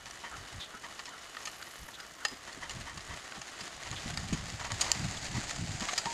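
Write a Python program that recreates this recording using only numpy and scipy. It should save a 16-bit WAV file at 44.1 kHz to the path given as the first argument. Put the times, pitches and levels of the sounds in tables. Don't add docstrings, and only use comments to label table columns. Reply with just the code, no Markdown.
import sys
import numpy as np
from scipy import signal
from scipy.fft import rfft, irfft, next_fast_len
from scipy.io import wavfile

SR = 44100
rng = np.random.default_rng(int(sys.argv[2]) if len(sys.argv) > 2 else 0)


def wav_record(signal):
    frames = np.transpose(np.atleast_2d(signal))
    bounded = np.clip(frames, -1, 1)
    quanta = np.round(bounded * 32767).astype(np.int16)
    wavfile.write(sys.argv[1], SR, quanta)


N = 270333
TIME = np.arange(N) / SR


# t/s, level/dB, duration/s
LANDINGS = [(0.057, -50, 0.036), (0.232, -43, 0.051), (0.834, -44, 0.033), (1.066, -50.5, 0.058),
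            (1.386, -55, 0.084), (1.667, -50, 0.02), (1.881, -46.5, 0.014), (2.47, -46.5, 0.04),
            (2.619, -42, 0.043), (2.858, -46, 0.071), (3.094, -46.5, 0.058), (3.347, -49, 0.028),
            (3.587, -49.5, 0.046), (3.855, -47, 0.041), (3.925, -42.5, 0.017), (4.055, -54, 0.029),
            (4.346, -51.5, 0.073), (4.593, -42.5, 0.046), (4.64, -40.5, 0.037), (4.7, -39.5, 0.031),
            (4.822, -43, 0.15), (5.081, -51, 0.013), (5.338, -44.5, 0.073), (5.814, -41.5, 0.041)]
def footfalls():
    rows = []
    for s, db, length in LANDINGS:
        grit_db = by_distance(s, far=-56.5, near=-45)
        rows.append((s, db, grit_db, length))
        rows.append((s + 0.14, db - 15, grit_db - 1.5, 0.048))
    return rows


# f/Hz, level/dB
SCUFF_SPECTRUM = [(150, -3.5), (470, -2.5), (750, 6), (1150, 4.5), (1550, -2.5), (1900, 5), (2400, -6),
                  (3000, -7.5), (5500, -7.5), (6900, -8), (9000, -21.5), (15000, -41)]
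# f/Hz, bandwidth/Hz, level/dB
RATTLE_MODES = [(928, 94, 4.5), (1092, 68, -1), (1847, 194, 9.5), (3140, 92, -1)]
def hooves():
    out, t = np.zeros(N), np.arange(8192) / SR
    for s, body_db, treble_db, length in footfalls():
        u = t / length
        grit = crackle(len(t), per_s=2700, spread_db=1.5, decay_s=0.00056)
        grit = grit * u ** 0.33 * np.exp(-1.9 * u ** 2)
        scuff, treble = split(colour(grit, SCUFF_SPECTRUM))
        rattle = unit(sum(amp(db) * resonate(grit, hz, width) for hz, width, db in RATTLE_MODES))
        rattle_share = np.interp(s, [3.0, 4.2], [.72, .35])
        body = np.sqrt(1 - rattle_share) * scuff + np.sqrt(rattle_share) * rattle
        add(out, s, (amp(body_db) * body + amp(treble_db) * treble) * np.sqrt(length / t[-1]))
    return out


# t/s, body level/dB, treble level/dB, joint f/Hz, chatter duration/s
JOINT_IMPACTS = [(0.058, -49, -50, 5800, 0.0023), (0.109, -53, -45.5, 5880, 0.0033),
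                 (0.992, -39, -47.5, 1190, 0.01), (1.055, -46, -45.5, 5230, 0.009),
                 (1.368, -37, -62, 1280, 0.0044), (1.454, -44, -37, 6340, 0.0088),
                 (1.472, -36.5, -43.5, 1270, 0.011), (1.625, -47, -46, 1470, 0.0051),
                 (2.001, -51, -46.5, 4940, 0.0088), (2.25, -26, -32, 1800, 0.0072),
                 (2.284, -56, -42, 5000, 0.002), (2.695, -41.5, -41.5, 2930, 0.0065),
                 (2.707, -43, -42, 6900, 0.012), (2.975, -45, -45, 1110, 0.0083),
                 (3.322, -41.5, -63, 1500, 0.0027), (3.416, -42, -43.5, 6400, 0.0052),
                 (3.607, -42.5, -42.5, 4770, 0.0092), (3.914, -49, -40, 6620, 0.0018),
                 (4.174, -35.5, -35.5, 4660, 0.003), (4.328, -38, -37, 6600, 0.016),
                 (4.719, -44, -35.5, 6900, 0.0018), (4.81, -35.5, -23, 6760, 0.013),
                 (4.917, -38, -21, 7150, 0.0017), (5.495, -42, -42, 2050, 0.003),
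                 (5.508, -37.5, -38, 6900, 0.0055), (5.807, -40.5, -39, 6650, 0.0064),
                 (5.886, -30, -40.5, 1180, 0.013), (5.932, -37.5, -35.5, 6360, 0.0086),
                 (5.978, -32.5, -26.5, 4860, 0.012), (6.057, -33, -45, 764, 0.002)]
# f/Hz, level/dB, T60/s
FRAME_MODES = [(546, -17, 0.042), (830, -9, 0.079), (1240, 5.5, 0.012), (1815, 1, 0.043), (2170, 3, 0.0062),
               (2730, -12, 0.031), (3050, -6, 0.024), (4170, 1, 0.0081), (4700, 12, 0.0034),
               (6480, 1.5, 0.012), (7020, -6.5, 0.046), (8430, 1, 0.018)]
# f/Hz, level/dB
FRAME_RADIATION = [(150, -40), (350, -14), (600, -2.5), (1200, -3), (2700, 2), (7200, 6.5), (9500, -5),
                   (15000, -24)]
# t/s, level/dB, f/Hz, T60/s
RINGING_PARTS = [(2.252, -36.5, 5025, 0.28), (2.251, -25, 2730, 0.037), (2.253, -33, 1280, 0.045),
                 (3.369, -38, 790, 0.037), (4.812, -31, 4720, 0.079), (5.932, -29, 720, 0.057),
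                 (5.981, -35, 4900, 0.086), (6.068, -31, 930, 0.34)]
def knocks():
    out, t = np.zeros(N), np.arange(4096) / SR
    for s, body_db, treble_db, joint_hz, chatter in JOINT_IMPACTS + ticks():
        u = t / chatter
        contacts = grains(len(t), per_s=12000, spread_db=-0.5) * u ** 0.056 * np.exp(-u ** 2)
        contacts[0] += 0.0085 / chatter
        ring = np.zeros(len(t))
        for hz, db, t60 in FRAME_MODES:
            detuned_hz = hz * (1 + rng.standard_normal() / 150)
            ring += amp(db - 60 * t / t60) * np.cos(2 * np.pi * detuned_hz * t)
        ring[0] += 30
        frame = unit(signal.fftconvolve(contacts, ring)[:len(t)])
        joint = resonate(contacts, joint_hz, width_hz=170 + 0.05 * joint_hz)
        scatter = 0.0079 * rng.standard_normal(len(t)) * amp(-60 * t / 0.18)
        scatter[0] = 1
        hit = signal.fftconvolve(frame + 0.35 * joint, scatter)[:len(t)]
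        body, treble = split(colour(hit, FRAME_RADIATION))
        add(out, s, (amp(body_db) * body + amp(treble_db) * treble) * np.sqrt(0.0095 / t[-1]))
    t = np.arange(SR // 2) / SR
    for s, db, hz, t60 in RINGING_PARTS:
        add(out, s, amp(db - 60 * t / t60) * np.sin(2 * np.pi * hz * t))
    return out


# t/s, level/dB
ROLLING_LEVEL = [(0.0, -50.5), (0.32, -48), (0.94, -49.5), (1.45, -49), (2.01, -49.5), (2.59, -48),
                 (2.8, -47), (3.65, -47), (3.84, -46), (3.99, -44), (4.61, -45), (4.85, -39.5),
                 (5.09, -41.5), (5.82, -41.5), (6.04, -39.5), (6.13, -38.5)]
# f/Hz, level/dB
TYRE_FAR = [(180, -10.5), (300, -0.5), (482, -4.5), (691, 2), (975, -3.5), (1090, 2.5), (1570, -0.5),
            (1910, 2), (2320, -5.5), (4850, -5.5), (5620, -9), (6730, -4), (8050, -10.5), (9800, -14),
            (15000, -34)]
TYRE_NEAR = [(300, -4), (480, -6.5), (700, 2), (1100, -5.5), (1900, -0.5), (2500, -5.5), (3500, -5.5),
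             (4800, 0.5), (5600, -5), (6900, 3), (8000, -4), (9500, -15), (12000, -24.5), (15000, -40)]
def tyres():
    clumps = amp(wander(rate_hz=34))
    stalks = crackle(N, per_s=1100, spread_db=3.5, decay_s=0.00077)
    crunch = clumps * (stalks + 0.92 * rng.standard_normal(N))
    far_body, far_treble = split(colour(crunch, TYRE_FAR))
    near_body, near_treble = split(colour(crunch, TYRE_NEAR))
    nearness = by_distance(TIME, far=0, near=1)
    body = unit((1 - nearness) * far_body + nearness * near_body)
    treble = unit((1 - nearness) * far_treble + nearness * near_treble)
    body *= amp(by_distance(TIME, far=-3.5, near=-4.5))
    treble *= amp(by_distance(TIME, far=-7, near=-5))
    uneven_ground_db = 0.93 * wander(rate_hz=6.3)
    return (body + treble) * amp(curve(ROLLING_LEVEL) + uneven_ground_db)


# f/Hz, level/dB
SNAP_SPECTRUM = [(300, -33), (1500, -6), (3500, -2), (7000, 7), (10000, -6), (12000, -18), (15000, -51)]
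def snaps():
    breaks = crackle(N, per_s=18, spread_db=0.5, decay_s=0.0019)
    level_db = curve(ROLLING_LEVEL) + by_distance(TIME, far=-14.5, near=-20.5)
    return unit(colour(breaks, SNAP_SPECTRUM)) * amp(level_db)


def ticks(per_s=2.5, spread_db=2.5, chatter_s=0.0064):
    gap, force, pitch = rng.random((60, 3)).T
    times = np.cumsum(.3 + 1.4 * gap) / per_s
    levels = np.interp(times, TIME, curve(ROLLING_LEVEL)) + spread_db * (2 * force - 1)
    pitches_hz = np.interp(pitch, [0, 1], [1870, 6800])
    return [(s, db - 4, db - 3.5, hz, chatter_s)
            for s, db, hz in zip(times, levels, pitches_hz) if s < TIME[-1]]


# t/s, level/dB, f/Hz, duration/s
RUBS = [(0.314, -49.5, 1320, 0.061), (0.597, -47.5, 3500, 0.063), (0.725, -52.5, 1360, 0.064),
        (1.102, -57, 1350, 0.088), (1.601, -52.5, 1420, 0.036), (1.934, -55, 3580, 0.041),
        (1.976, -55.5, 1400, 0.061), (2.2, -54, 1370, 0.057), (3.958, -48.5, 3380, 0.037),
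        (6.059, -47.5, 910, 0.038)]
def squeaks():
    out = np.zeros(N)
    for s, db, hz, length in RUBS:
        u = np.arange(round(2 * length * SR)) / (length * SR)
        slips = rng.standard_normal(len(u))
        rub = resonate(slips, hz * (1.03 - 0.03 * u), width_hz=0.25 * hz)
        scrape = 1.2 * np.exp(-u / 0.59) * resonate(slips, 0.83 * hz, width_hz=0.87 * hz)
        add(out, s - .004, amp(db) * unit((rub + scrape) * u * np.exp(-2.2 * u ** 2)))
    return out


# t/s, level/dB
BREEZE_LEVEL = [(0, -63), (0.6, -75), (0.9, -73), (2.2, -73), (2.8, -52), (3.5, -78), (3.8, -58.5),
                (4.2, -49), (5.3, -46), (5.8, -53), (6.13, -70)]
# peak t/s, level/dB, 1/e half-width/s
GUST_PEAKS = [(0.383, -49, 0.042), (0.566, -42, 0.022), (1.831, -47, 0.024), (2.6, -65, 0.067),
              (2.778, -41.5, 0.037), (2.961, -45, 0.022), (3.112, -45, 0.035), (3.929, -40, 0.033),
              (4.145, -34.5, 0.054), (4.313, -36, 0.089), (4.543, -37, 0.014), (4.723, -37.5, 0.03),
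              (5.053, -30, 0.053), (5.363, -29, 0.035), (5.614, -29.5, 0.025), (5.726, -35.5, 0.05)]
# f/Hz, level/dB
EDDY_SPECTRUM = [(12, -21), (30, -22), (60, -6), (110, 2), (160, -1.5), (230, -10), (330, -16.5),
                 (430, -34), (800, -45), (2000, -66)]
# t/s, relative level/dB, f/Hz
WIND_BUFFETS = [(0.746, -46, 270), (2.319, -43, 260), (2.567, -44.5, 240), (3.378, -43, 98),
                (3.613, -43.5, 171), (4.057, -35.5, 200), (4.324, -24.5, 150), (5.385, -34.5, 220),
                (5.819, -34, 203), (6.06, -38, 227)]
def wind():
    gust_power = sum(amp(db) ** 2 * np.exp(-((TIME - s) / half) ** 2) for s, db, half in GUST_PEAKS)
    wind_db = 10 * np.log10(amp(curve(BREEZE_LEVEL)) ** 2 + gust_power)
    eddies = unit(colour(rng.standard_normal(N), EDDY_SPECTRUM))
    eddies *= amp(wind_db - 6 + 2 * wander(rate_hz=21))
    deep_db = np.minimum(wind_db - 3.5, -50)
    deep = resonate(rng.standard_normal(N), hz=55.7, width_hz=69) * amp(deep_db)
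    out = eddies + deep
    t = np.arange(4096) / SR
    u = t / 0.0078
    for s, db, hz in WIND_BUFFETS:
        thump = unit(resonate(rng.standard_normal(len(t)), hz, width_hz=178) * u * np.exp(1 - u))
        add(out, s - .005, amp(db - 12) * thump)
    return out


# f/Hz, level/dB
AIR_SPECTRUM = [(24, -20), (40, 2.5), (401, -3), (1570, -6.5), (1820, -9), (2520, -10.5), (2990, -37),
                (3390, -19), (6620, -10), (11400, -38), (15000, -36)]
def air():
    return amp(-59.5) * unit(colour(rng.standard_normal(N), AIR_SPECTRUM))


# t/s, level/dB
CRICKET_LEVEL = [(0, -61.5), (1.5, -60.5), (2.8, -71), (4, -61), (6.13, -80)]
def crickets():
    nearest = np.sin(2 * np.pi * np.cumsum(2958 + 7 * wander(rate_hz=17.3)) / SR)
    chorus = resonate(rng.standard_normal(N), hz=2967, width_hz=100)
    return amp(curve(CRICKET_LEVEL)) * (nearest + 0.34 * chorus)


# t/s, level of the lower/dB, level of the higher/dB
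GRASSHOPPER_LEVELS = [(0, -73, -88), (1.25, -73, -84), (1.5, -64.5, -74), (1.905, -60.5, -76),
                      (1.925, -72, -73), (2.35, -84, -73), (2.6, -97, -92), (6.13, -94, -95)]
def grasshoppers():
    stroke_hz = 40.5 + .6 * wander(rate_hz=5)
    rasp = unit(1 + 0.53 * np.cos(2 * np.pi * np.cumsum(stroke_hz) / SR))
    lower = resonate(rng.standard_normal(N), hz=10900, width_hz=3600) * amp(curve(GRASSHOPPER_LEVELS, 1))
    higher = resonate(rng.standard_normal(N), hz=13100, width_hz=1700) * amp(curve(GRASSHOPPER_LEVELS, 2))
    return rasp * (lower + higher)


def by_distance(s, far, near):
    return np.interp(s, (3.07, 5.63), (far, near))


def grains(size, per_s, spread_db):
    sizes = amp(spread_db * np.minimum(rng.exponential(1, size), 4.5))
    return unit(sizes * rng.choice([-1, 1], size) * (rng.random(size) < per_s / SR))


def crackle(size, per_s, spread_db, decay_s):
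    retention = np.exp(-1 / (decay_s * SR))
    power = signal.lfilter([1], [1, -retention], grains(size, per_s, spread_db) ** 2)
    return unit(np.sqrt(power) * rng.standard_normal(size))


def resonate(x, hz, width_hz):
    turn = np.exp(2j * np.pi * np.cumsum(hz * np.ones(len(x))) / SR)
    r = np.exp(-np.pi * width_hz / SR)
    return unit((turn * signal.lfilter([1], [1, -2 * r, r * r], x / turn)).real)


def colour(x, spectrum):
    size = next_fast_len(len(x) + 2048) * 2
    hz, db = np.transpose(spectrum)
    log_hz = np.log(abs(np.fft.fftfreq(size, 1 / SR)) + 1)
    log_gain = np.log(amp(np.interp(log_hz, np.log(hz), db)))
    response = np.exp(np.conj(signal.hilbert(log_gain)))
    return np.fft.ifft(np.fft.fft(x, size) * response).real[:len(x)]


def split(x, crossover_hz=3000):
    return [unit(signal.sosfilt(signal.butter(4, crossover_hz, kind, fs=SR, output="sos"), x))
            for kind in ("low", "high")]


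def wander(rate_hz):
    hz = np.fft.rfftfreq(N, 1 / SR)
    return unit(irfft(rfft(rng.standard_normal(N)) * np.exp(-(hz / rate_hz) ** 2), N))


def curve(rows, column=1):
    rows = np.array(rows, float)
    return np.interp(TIME, rows[:, 0], rows[:, column])


def amp(db):
    return 10 ** (np.asarray(db) / 20)


def unit(x):
    return x / np.sqrt(np.mean(x ** 2) + 1e-20)


def add(mix, s, sound):
    part = mix[max(0, round(s * SR)):][:len(sound)]
    part += sound[:len(part)]


def scene():
    pony_and_cart = amp(-1.6) * knocks() + amp(-0.14) * hooves() + squeaks() + tyres() + snaps()
    return (pony_and_cart + wind() + air() + crickets() + grasshoppers())[None]


def record(dry):
    lowpass = signal.firwin(511, 15400, window=("kaiser", 9), fs=SR)
    return signal.oaconvolve(dry, lowpass[None], "same")


dry = scene()
out = record(dry)
wav_record(out)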